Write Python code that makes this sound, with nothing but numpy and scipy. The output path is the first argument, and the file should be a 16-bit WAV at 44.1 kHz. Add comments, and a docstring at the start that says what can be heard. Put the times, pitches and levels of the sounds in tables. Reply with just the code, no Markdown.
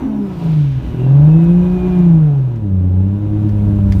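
"""Inside a six-cylinder car sliding about on wet tarmac, while the revs fall, climb and fall again.
The lowest firing harmonics boom in the cabin; the upper ones glide through pipe and body resonances.
Uneven cylinders add a burble, exhaust gas rasps after each firing and a whine sounds under load.
Tyres throw spray, the body rumbles and thumps, a panel drones at high revs and loose things tick."""
import sys
import numpy as np
from scipy import signal
from scipy.fft import rfft, irfft
from scipy.io import wavfile
from scipy.ndimage import map_coordinates

SR = 44100
rng = np.random.default_rng(int(sys.argv[2]) if len(sys.argv) > 2 else 0)


def transcribe(signal):
    """Save signal, clipped to [-1, 1], as a 16-bit WAV file at the path in sys.argv[1]."""
    frames = np.atleast_2d(signal).T
    limited = np.clip(frames, -1, 1)
    pcm = np.round(limited * 32767).astype(np.int16)
    wavfile.write(sys.argv[1], SR, pcm)


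N = 176400
TIME_S = np.arange(N) / SR
BINS_HZ = np.arange(N + 1) * SR / (2 * N)


def undb(db):
    """Decibels to gain."""
    return 10 ** (np.asarray(db) / 20)


def unit(x):
    """Scale to rms 1."""
    return x / np.sqrt(np.mean(x ** 2))


def curve(table, column=1):
    """One table column, linearly interpolated over time."""
    rows = np.array(table, float)
    return np.interp(TIME_S, rows[:, 0], rows[:, column])


def gain_at(hz, points):
    """Gain of a (freq_hz, gain_db) colour, interpolated over log frequency."""
    rows = np.array(points, float)
    return undb(np.interp(np.log(np.maximum(hz, 1)), np.log(rows[:, 0]), rows[:, 1]))


def shape(x, gains):
    """Minimum-phase filter with the given gains at BINS_HZ."""
    cepstrum = irfft(np.log(gains))
    cepstrum[1:N] *= 2
    cepstrum[N + 1:] = 0
    return irfft(rfft(x, 2 * N) * np.exp(rfft(cepstrum)))[:N]


def colour(x, points):
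    """Filter by (freq_hz, gain_db) points."""
    return shape(x, gain_at(BINS_HZ, points))


def noise(points):
    """Coloured noise, rms 1."""
    return unit(colour(rng.standard_normal(N), points))


def wander(rate_hz):
    """Smooth random drift, spread near 1."""
    knots = np.linspace(0, N, 2000)
    smooth = map_coordinates(rng.standard_normal(2048), [knots / SR * rate_hz], order=3, mode="mirror")
    return np.interp(np.arange(N), knots, smooth)


def cabin(x, t60_s=0.11, wet_db=-4.5):
    """Add dense, short reflections from glass and seats."""
    age_s = np.arange(SR // 4) / SR
    tail = rng.standard_normal(len(age_s)) * np.exp(-np.log(1000) * age_s / t60_s)
    return x + undb(wet_db) * signal.fftconvolve(x, tail / np.linalg.norm(tail))[:N]


# Spray envelope: time_s, level_db
SPRAY_LEVEL = [(0.0, -65), (0.01, -76), (0.19, -65), (0.4, -56.5), (0.78, -66.5), (0.97, -62), (1.22, -70),
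               (1.41, -63.5), (1.98, -60.5), (2.19, -68), (2.68, -75), (3.9, -70)]
# Spray spectrum: freq_hz, gain_db
SPRAY_COLOUR = [(1000, -19), (4000, 2.5), (6000, 5), (7500, 1.5), (9500, 2.5), (10500, -9), (11500, -3.5),
                (15000, 3)]


def spray(trim_db=0.5):
    """Tyres throw fine droplets: dense impulses of random size."""
    drops = rng.standard_normal(N) * (rng.random(N) < .08)
    drops *= undb(2.2 * rng.exponential(size=N))
    hiss = unit(cabin(colour(drops, SPRAY_COLOUR)))
    return hiss * undb(curve(SPRAY_LEVEL) + trim_db + .8 * wander(25))


# Splash spectrum: freq_hz, gain_db
SPLASH_COLOUR = [(600, -31.5), (1700, -4.5), (2400, 3.5), (4000, -2.5), (6000, -12), (8000, -21),
                 (15000, -29.5)]


def splash(centre_s=0.53, width_s=0.15, level_db=-46.5):
    """One swish through standing water."""
    swell = np.exp(-.5 * ((TIME_S - centre_s) / width_s) ** 2)
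    return noise(SPLASH_COLOUR) * undb(level_db + wander(34)) * swell


# Knocks of loose things: start_s, level_db
TICKS = [(2.559, -50), (3.492, -46), (3.9225, -33)]
# Tick spectrum: freq_hz, gain_db
TICK_COLOUR = [(300, -26.5), (1200, -4.5), (1500, -3), (1950, 9.5), (2500, -6.5), (2900, -4.5), (3400, -1),
               (3800, -15.5), (4450, 0), (5500, -5.5), (9000, -18), (11000, -19.5), (15000, -29)]


def ticks(snap_s=0.0019, ring_s=.011, ring_db=-2):
    """Loose things knock in the cabin: a sharp snap and a brief rattling ring."""
    envelope = np.zeros(N)
    for start_s, level_db in TICKS:
        age_s = np.maximum(TIME_S - start_s, 0)
        decay = np.exp(-age_s / snap_s) + undb(ring_db) * np.exp(-age_s / ring_s)
        envelope += (TIME_S >= start_s) * undb(level_db) * decay
    return envelope * noise(TICK_COLOUR)


# Body vibration: time_s, shudder_db, rumble_db
BODY_LEVELS = [(0.0, -50, -35), (0.73, -50, -31.5), (0.89, -38, -18), (1.02, -31, -35.5), (1.19, -47, -24),
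               (2.27, -42, -26), (2.46, -37.5, -39.5), (2.71, -39.5, -32), (3.25, -37, -31.5),
               (3.4, -38.5, -23.5), (3.45, -33.5, -23.5), (3.65, -35.5, -20), (3.69, -39.5, -19),
               (3.87, -42, -20.5), (3.91, -32, -13), (3.96, -22.5, -19.5)]
# Deep shudder spectrum: freq_hz, gain_db
SHUDDER_COLOUR = [(8, -22.5), (22, -5.5), (36, 2.5), (48, 3), (70, -22), (200, -57.5)]
# Low rumble spectrum: freq_hz, gain_db
RUMBLE_COLOUR = [(20, -27), (42, -8.5), (54, -3.5), (70, -1), (95, -16), (180, -20.5), (300, -32.5),
                 (1000, -72)]


def body_rumble(trim_db=-0.5):
    """The body shudders and rumbles over the ground."""
    shudder = noise(SHUDDER_COLOUR) * undb(curve(BODY_LEVELS))
    rumble = noise(RUMBLE_COLOUR) * undb(curve(BODY_LEVELS, column=2))
    return (shudder + rumble) * undb(trim_db)


# Wheel thumps: centre_s, level_db
BUMPS = [(0.898, -15), (3.935, -18)]


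def bumps(pitch_hz=63.3, width_s=0.02):
    """Wheels drop into dips and thump the body."""
    out = np.zeros(N)
    for centre_s, level_db in BUMPS:
        offset_s = TIME_S - centre_s
        envelope = undb(level_db) * np.exp(-(offset_s / width_s) ** 2)
        out += envelope * np.sin(2 * np.pi * pitch_hz * offset_s)
    return out


def panel(firing_hz, pitch_hz=271, level_db=-20, onset_hz=202.3):
    """A narrow, unsteady panel resonance drones while the firing rate is above the onset."""
    drone = noise([(pitch_hz / 1.3, -40), (pitch_hz / 0.98, -5), (pitch_hz, 0),
                   (pitch_hz * 0.95, -8), (pitch_hz * 1.49, -35), (3000, -80)])
    drive = (1 + np.tanh((firing_hz - onset_hz) / 9)) / 2
    return drone * undb(level_db) * drive


# Whine under load: time_s, pitch_hz, level_db
WHINE = [(0, 6140, -67), (.2, 5450, -68), (.47, 4240, -65), (.62, 3702, -58), (.72, 3317, -66),
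         (.87, 3020, -59), (1.04, 2750, -50.5), (1.22, 2650, -62), (1.36, 2599, -49), (1.6, 2500, -55),
         (1.8, 2445, -47.5), (1.98, 2411, -50), (2.1, 2368, -68.5), (2.25, 2350, -110)]


def whine(clear_below_hz=2600, trim_db=-0.5):
    """A thin whistle winds down, breathy while high and clearer once it settles."""
    centre_hz = curve(WHINE)
    waver = .01 + .14 * np.clip(centre_hz / clear_below_hz - 1, 0, .2)
    pitch_hz = centre_hz * (1 + waver * wander(300))
    level_db = curve(WHINE, column=2) + 2.2 * wander(46) + trim_db
    return np.sqrt(2) * undb(level_db) * np.sin(2 * np.pi * np.cumsum(pitch_hz) / SR)


# Pipe and body modes: centre_hz, width_hz, lift_db
RESONANCES = [(411.5, 32, 9.5), (474, 37, 7), (528, 21, 4.5), (595.6, 34, 9.5), (722, 23, 10.5),
              (829, 42, 8), (960, 36, 12), (1088, 60, 4.5), (1290, 70, 3), (1580, 140, 1.5)]


def resonance_gain(hz):
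    """Lift from the pipe and body resonances at each frequency."""
    return 1 + sum((undb(lift_db) - 1) / (1 + ((hz - centre_hz) / (width_hz / 2)) ** 2)
                   for centre_hz, width_hz, lift_db in RESONANCES)


def ring(x):
    """Pass a sound through the pipe and body resonances."""
    return shape(x, resonance_gain(BINS_HZ))


# Exhaust envelope: time_s, midrange_db, treble_db
EXHAUST_LEVELS = [(0.0, -33, -50), (0.15, -38, -52), (0.47, -33, -52), (0.69, -43, -47.5), (1.27, -32, -48),
                  (1.37, -34, -48), (1.63, -33.5, -47), (1.7, -35, -47), (2.01, -34, -45.5),
                  (2.17, -37, -51.5), (2.7, -47, -57), (3.7, -37.5, -51), (3.89, -37, -50.5),
                  (3.9, -38.5, -49)]
# Gas rush spectrum: freq_hz, gain_db
RUSH_COLOUR = [(100, -25.5), (300, 4), (400, -4.5), (520, -7), (750, -6), (1000, -8.5), (1400, -10),
               (2000, -24.5), (4000, -39)]
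# Rasp spectrum: freq_hz, gain_db
RASP_COLOUR = [(500, -25.5), (1200, -1.5), (1700, 3), (2100, -1.5), (2600, 0), (3300, -4.5), (4200, -10),
               (4900, -14.5), (6300, -16), (7500, -26), (15000, -40.5)]


def exhaust_gas(firings, decay_firings=.3, steady_flow=2.4, rush_trim_db=-3):
    """Gas rushes and rasps, with a puff after each firing."""
    puff = steady_flow + np.exp(-(firings % 1) / decay_firings)
    rush = unit(ring(colour(puff * rng.standard_normal(N), RUSH_COLOUR)))
    rush *= undb(curve(EXHAUST_LEVELS) + rush_trim_db)
    rasp = unit(cabin(colour(puff * rng.standard_normal(N), RASP_COLOUR)))
    rasp *= undb(curve(EXHAUST_LEVELS, column=2))
    return (rush + rasp) * undb(.6 * wander(20))


# Departure from mean firing strength, per cylinder: share
CYLINDER_IMBALANCE = [0.92, 0.38, -0.69, 0.52, -.15, 0.0084]
# Balance relative to the exhaust midrange: time_s, burble_db, overtones_db
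EXHAUST_MIX = [(0, -4.5, 2), (.4, 10.5, -10), (.8, 13, -10), (1.0, 15.5, -6), (1.3, 11, -3.5),
               (1.6, 7.5, -3.5), (2.0, 10, 0.5), (2.4, 13.5, -5.5), (2.85, 16.5, -0.5), (3.2, 16, -4.5),
               (3.6, 11.5, -5.5), (4, 16, -11.5)]
# Burble spectrum: freq_hz, gain_db
BURBLE_COLOUR = [(20, -22), (45, -14.5), (70, -6), (105, -3), (150, 14.5), (185, 1), (240, -5), (320, 1),
                 (365, -11), (470, -23.5), (600, -25.5), (800, -25), (1000, -31), (1400, -40.5),
                 (3000, -52.5), (8000, -78)]


def burble(firings, scatter=0.35):
    """Strong and weak firings ring the exhaust and fill in lines between the harmonics."""
    index = np.arange(1, int(firings[-1]))
    strength = np.array(CYLINDER_IMBALANCE)[index % len(CYLINDER_IMBALANCE)]
    strength += scatter * rng.standard_normal(2048)[index]
    pulses = np.bincount(np.searchsorted(firings, index), strength, N)
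    level_db = curve(EXHAUST_LEVELS) + curve(EXHAUST_MIX)
    return unit(ring(colour(pulses, BURBLE_COLOUR))) * undb(level_db)


# Upper harmonic spectrum: freq_hz, gain_db
OVERTONE_COLOUR = [(300, 1), (400, 1.5), (470, -9), (560, -1), (680, -13), (800, -12.5), (960, -16.5),
                   (1200, -21.5), (2000, -26.5), (4000, -39.5)]


def overtones(firing_hz, firings, growl_db=-9.5, wander_db=3, wander_rad=.3):
    """Upper firing harmonics and weaker engine-cycle lines between them glide through the resonances."""
    out = np.zeros(N)
    cylinders = len(CYLINDER_IMBALANCE)
    for line in range(20, 121):  # multiples of the engine-cycle rate
        between = line % cylinders != 0
        if between and line > 42:
            continue
        harmonic = line / cylinders
        line_hz = harmonic * firing_hz
        phase = 2 * np.pi * (harmonic * firings + rng.random()) + wander_rad * wander(25)
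        gain = gain_at(line_hz, OVERTONE_COLOUR) * resonance_gain(line_hz)
        out += gain * undb(between * growl_db + wander_db * wander(7)) * np.sin(phase)
    return out * undb(curve(EXHAUST_LEVELS) + curve(EXHAUST_MIX, column=2))


# Firing harmonics 1, 2 and 3 in the cabin: time_s, level_db
BOOM_1 = [(0, -32), (0.07, -21), (0.22, -18), (0.38, -33.5), (0.46, -13), (0.63, -9.5), (0.72, -14.5),
          (0.78, -13.5), (0.83, -37), (0.92, -27), (1.0, -16.5), (1.12, -5), (1.26, -6.5), (1.5, -8.5),
          (1.68, -11.5), (1.82, -17.5), (1.92, -15.5), (2.0, -8.5), (2.09, -6), (2.3, -9), (2.5, -15.5),
          (2.61, -19), (2.77, -12), (3.08, -12), (3.2, -19), (3.35, -14.5), (3.65, -13.5), (4, -13)]
BOOM_2 = [(0, -45.5), (0.13, -60.5), (0.22, -30.5), (0.35, -35.5), (0.551, -40), (0.85, -36.5), (1.1, -33),
          (1.35, -24.5), (1.6, -24.5), (1.85, -24), (2.12, -26), (2.28, -33), (2.45, -52), (2.58, -34.5),
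          (2.66, -21), (2.75, -18), (2.9, -23.5), (3.05, -19), (3.25, -29.5), (3.6, -18), (3.85, -17),
          (4, -20)]
BOOM_3 = [(0, -44), (0.85, -52.5), (0.999, -26), (1.13, -41), (1.3, -37.5), (1.6, -37.5), (1.851, -47.5),
          (2.101, -48.5), (2.33, -31), (2.48, -45.5), (2.65, -31), (2.88, -34.5), (3.1, -35), (3.3, -24),
          (3.6, -30), (4, -35)]
# Brief dips in the boom: centre_s, width_s, depth_db
BOOM_DIPS = [(.03, 0.017, -15), (2.606, 0.011, -6)]


def boom(firings, flutter_db_per_harmonic=1.04):
    """The three lowest firing harmonics, with tabled swells where they cross cabin resonances."""
    out = np.zeros(N)
    dip_db = sum(depth_db * np.exp(-((TIME_S - centre_s) / width_s) ** 2)
                 for centre_s, width_s, depth_db in BOOM_DIPS)
    for harmonic, levels in enumerate([BOOM_1, BOOM_2, BOOM_3], 1):
        level_db = curve(levels) + dip_db + harmonic * flutter_db_per_harmonic * wander(30)
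        out += np.sqrt(2) * undb(level_db) * np.sin(2 * np.pi * harmonic * firings)
    return out


# Engine speed: time_s, firing_hz
FIRING_RATE = [(0, 234), (0.1, 216.7), (0.25, 199.5), (0.38, 174.5), (0.55, 154.1), (0.75, 130.6),
               (0.9, 121.7), (1.02, 125.7), (1.37, 163), (1.52, 174), (1.72, 181.3), (1.9, 182.2),
               (2.03, 176.3), (2.48, 124.9), (2.68, 97.8), (2.8, 91.45), (2.92, 91.1), (3.05, 96.1),
               (3.21, 103.6), (3.45, 104.8), (3.75, 101.0), (4, 95.82)]


def engine(jitter=0.0022):
    """One slightly unsteady firing rate drives boom and exhaust; the whine has its own pitch."""
    firing_hz = curve(FIRING_RATE) * (1 + jitter * wander(30))
    firings = np.cumsum(firing_hz) / SR
    tones = boom(firings) + overtones(firing_hz, firings)
    return tones + burble(firings) + exhaust_gas(firings) + whine(), firing_hz


def scene():
    """Engine, body and wet road inside the cabin, mono."""
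    motor, firing_hz = engine()
    body = body_rumble() + bumps() + panel(firing_hz)
    water = spray() + splash()
    return (motor + body + water + ticks())[None]


def record(dry, ceiling=1.2, cutoff_hz=15250):
    """Clip the peaks, then cut the top treble."""
    lowpass = signal.ellip(10, .1, 80, cutoff_hz, fs=SR, output="sos")
    return signal.sosfilt(lowpass, np.clip(dry, -ceiling, ceiling))


dry = scene()
out = record(dry)
transcribe(out)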